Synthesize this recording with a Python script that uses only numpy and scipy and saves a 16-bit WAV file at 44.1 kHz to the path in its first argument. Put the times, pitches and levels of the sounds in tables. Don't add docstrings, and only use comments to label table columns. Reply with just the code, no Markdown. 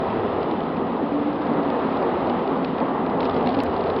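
import sys
import numpy as np
from scipy import signal
from scipy.fft import rfft, irfft, next_fast_len
from scipy.io import wavfile
from scipy.ndimage import uniform_filter1d, map_coordinates

SR = 44100
rng = np.random.default_rng(int(sys.argv[2]) if len(sys.argv) > 2 else 0)


def wav_out(sig):
    wavfile.write(sys.argv[1], SR, np.round(np.clip(np.atleast_2d(sig).T, -1, 1) * 32767).astype(np.int16))


N = 176400

# t/s, level/dB
LOUD_CRACKS = [(.1027, -32.5), (.5127, -33.5), (.605, -36), (.7687, -33.5), (1.231, -36.5), (1.5354, -39),
               (1.632, -35), (1.702, -32), (1.7963, -34), (1.9295, -31), (2.027, -34), (2.298, -31),
               (2.4763, -30.5), (2.575, -36), (2.645, -33), (2.6475, -25), (2.783, -31), (2.802, -30),
               (3.2056, -24.5), (3.2085, -28), (3.2301, -27.5), (3.2532, -24), (3.2575, -35.5),
               (3.2969, -29.5), (3.311, -32.5), (3.3648, -27.5), (3.374, -35), (3.4725, -22.5),
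               (3.4915, -27), (3.5059, -34), (3.5428, -31), (3.548, -27.5), (3.5902, -30), (3.6025, -22),
               (3.8087, -29.5), (3.839, -30), (3.901, -26), (3.9634, -29.5)]
# f/Hz, level/dB
CRACK_COLOUR = [(400, -31.5), (1200, -6), (2400, 5.5), (3800, 2.5), (4800, -3.5), (5600, -16.5)]
# t/s, crackles per second
CRACKLE_RATE = [(0, 20), (1.2, 22), (2.2, 40), (3.17, 30), (3.22, 350), (3.6, 330), (4, 230)]
# t/s, f/Hz, level/dB
LOW_WHOOMPS = [(1.51, 232, -19), (2.09, 365, -23), (2.329, 243, -22.5), (2.5, 412, -25)]
# t/s, f/Hz
HOWL_PITCH = [(.55, 245), (.95, 278), (1.15, 289), (1.3, 295), (1.48, 295), (1.7, 281), (1.93, 269),
              (2.3, 250), (2.45, 272), (2.7, 262), (2.96, 272), (3.15, 256), (3.36, 264), (3.48, 252),
              (3.59, 273)]
# t/s, level/dB
HOWL_LEVEL = [(0, -51), (.9, -40.5), (1.1, -33.5), (1.16, -22.5), (1.21, -30.5), (1.29, -23), (1.36, -40.5),
              (1.45, -28), (1.7, -32), (1.81, -40.5), (1.93, -27.5), (2.03, -45), (2.45, -37), (2.63, -34),
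              (2.82, -40), (2.95, -32), (3.15, -37), (3.46, -30.5), (3.6, -27), (3.66, -62)]
# t/s, roughness (0 is a pure tone, 1 is all flutter)
HOWL_ROUGHNESS = [(.9, .8), (1.12, .25), (1.31, .25), (1.45, .5), (2.1, .85), (3.3, .85), (3.6, .7)]
# f/Hz, level/dB
TREMOR_COLOUR = [(15, -28), (35, -7.5), (52, 0), (68, 0.5), (90, -20), (200, -61)]
RUMBLE_COLOUR = [(12, -19), (25, -18.5), (40, -20.5), (60, -9.5), (90, 0.5), (115, -3.5), (160, -13),
                 (400, -41.5), (1200, -95)]
BOOM_COLOUR = [(40, -52.5), (110, -24.5), (135, -14), (165, -4), (200, -5.5), (240, -0.5), (275, -3.5),
               (330, -14), (450, -32.5), (1200, -79.5)]
HOLLOW_COLOUR = [(200, -51), (320, -6), (400, -1.5), (460, -3.5), (800, -70)]
ROAR_COLOUR = [(150, -47.5), (270, -4.5), (328, -3.5), (372, -0.5), (415, -3), (505, -1), (580, -5),
               (690, -3.5), (850, -5), (1030, -8), (1270, -10.5), (1450, -19), (1750, -22.5), (2000, -23),
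               (2300, -35.5), (3500, -55.5), (6000, -92.5)]
HISS_COLOUR = [(700, -43), (1500, -2.5), (2200, -0.5), (2800, 0), (3400, -3.5), (4000, -8), (4600, -16),
               (5200, -20.5), (5700, -40)]
# t/s, level/dB
RUMBLE_LEVEL = [(0, -35.5), (.33, -39.5), (.55, -41.5), (1, -48), (1.25, -43), (1.8, -47), (2.15, -40),
                (2.6, -51.5), (3.12, -41.5), (3.33, -35), (3.5, -37.5), (3.68, -37), (3.8, -40.5), (4, -36)]
BOOM_LEVEL = [(0, -30), (.4, -32), (.62, -29), (1, -29.5), (1.38, -30), (1.52, -27.5), (1.7, -28.5),
              (2.05, -30.5), (2.3, -30.5), (2.75, -29.5), (3.3, -28), (3.6, -32), (4, -31)]
HOLLOW_LEVEL = [(0, -38), (.2, -27.5), (.45, -32.5), (.7, -39), (1.4, -34.5), (1.8, -36), (2.6, -44.5),
                (3.25, -31.5), (3.65, -35.5), (3.92, -32), (4, -26.5)]
ROAR_LEVEL = [(0, -25.5), (.19, -25.5), (.45, -26), (.62, -27), (.9, -27.5), (1.35, -27.5), (1.55, -25),
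              (1.8, -24.5), (2.05, -24.5), (2.25, -24), (2.4, -25.7), (2.55, -25.2), (2.72, -28),
              (2.82, -23.5), (3.03, -26.5), (3.24, -24.5), (3.4, -24.5), (3.6, -25), (3.82, -27),
              (3.91, -24.5), (4, -26.3)]
HISS_LEVEL = [(0.0, -45.5), (0.96, -49), (1.54, -47.5), (1.95, -45), (2.38, -46.5), (2.95, -48.5),
              (3.21, -50), (3.4, -47.5), (4.0, -48)]

FLUTTER_RATE = 40.08


def amp(db):
    return 10 ** (np.asarray(db) / 20)


def unit(x):
    return x / np.sqrt(np.mean(x ** 2) + 1e-20)


def curve(rows):
    return np.interp(np.arange(N) / SR, *np.transpose(rows))


def wobble(rate):
    return map_coordinates(rng.standard_normal(4096), [np.arange(N) * rate / SR + 2], mode="wrap")


def filtered(x, response):
    size = next_fast_len(N + SR // 2)
    return irfft(rfft(x, size) * response(np.fft.rfftfreq(size, 1 / SR)), size)[:N]


def coloured(x, colour):
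    f, db = np.transpose(colour)
    return filtered(x, lambda hz: amp(np.interp(np.log(hz + 1), np.log(f + 1), db)))


def cut_treble(x, top_hz):
    return filtered(x, lambda hz: 1 / np.sqrt(1 + (hz / top_hz) ** 160))


def click(start_s=3.6363, decay_s=.0003):
    t = np.arange(N) / SR - start_s
    return amp(-22) * (t >= 0) * np.exp(-np.abs(t) / decay_s)


def snaps(events, fade_s=0.012, echo_db=-7.5):
    out, t = np.zeros(N + SR), np.arange(SR // 25) / SR
    for start_s, db in events:
        burst = amp(db - 60 * t / fade_s) * rng.standard_normal(len(t))
        echo_s = 0.0021 * rng.uniform(0.94, 1.2)
        out[round(start_s * SR):][:len(t)] += burst
        out[round((start_s + echo_s) * SR):][:len(t)] += amp(echo_db) * burst
    return coloured(out[:N], CRACK_COLOUR)


def crackle(spread_db=6):
    loud = amp(2.5) * snaps(LOUD_CRACKS)
    starts = rng.random(N) < curve(CRACKLE_RATE) / SR
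    sizes_db = -42 + spread_db * np.clip(rng.standard_normal(N), -2, 2)
    small = snaps(zip(np.flatnonzero(starts) / SR, sizes_db[starts]))
    return loud + small


def whoomps(width_s=0.029):
    t, out = np.arange(N) / SR, np.zeros(N)
    for peak_s, hz, db in LOW_WHOOMPS:
        swell = amp(db) * np.exp(-((t - peak_s) / width_s) ** 2)
        out += swell * np.sin(2 * np.pi * hz * t + .5 * wobble(FLUTTER_RATE))
    return out


def howl(boost_db=2):
    phase = 2 * np.pi * np.cumsum(curve(HOWL_PITCH)) / SR
    rough = curve(HOWL_ROUGHNESS)
    steady = np.sqrt(1 - rough ** 2)
    flutter = rough * (wobble(FLUTTER_RATE) + 1j * wobble(FLUTTER_RATE)) / np.sqrt(2)
    tone = ((steady + flutter) * np.exp(1j * phase)).real
    return amp(curve(HOWL_LEVEL) + boost_db) * unit(tone)


def swirling_gas(colour, patchy_db):
    bands = signal.stft(rng.standard_normal(N), nperseg=1024)[2]
    swirls = uniform_filter1d(rng.standard_normal(bands.shape), size=6, axis=0)
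    swirls = uniform_filter1d(swirls, size=8, axis=1)
    noise = signal.istft(bands * amp(patchy_db * unit(swirls)), nperseg=1024)[1][:N]
    return unit(coloured(noise, colour))


def fireball():
    rumble = amp(curve(RUMBLE_LEVEL) - 1.5) * swirling_gas(RUMBLE_COLOUR, patchy_db=0.8)
    boom = amp(curve(BOOM_LEVEL)) * swirling_gas(BOOM_COLOUR, patchy_db=0.5)
    roar = amp(curve(ROAR_LEVEL) + 1) * swirling_gas(ROAR_COLOUR, patchy_db=1.1)
    flicker_db = 0.41 * wobble(rate=60)
    hiss = amp(curve(HISS_LEVEL) + 1 + flicker_db) * swirling_gas(HISS_COLOUR, patchy_db=0.93)
    hollow = amp(curve(HOLLOW_LEVEL)) * swirling_gas(HOLLOW_COLOUR, patchy_db=1.5)
    tremor = amp(-56) * swirling_gas(TREMOR_COLOUR, patchy_db=0)
    return tremor + rumble + boom + hollow + roar + hiss


def scene():
    blaze = fireball() + howl() + whoomps() + crackle()
    return (cut_treble(blaze, top_hz=5600) + click())[None]


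def record(dry):
    return cut_treble(dry[0], top_hz=15800)[None]


dry = scene()
out = record(dry)
wav_out(out)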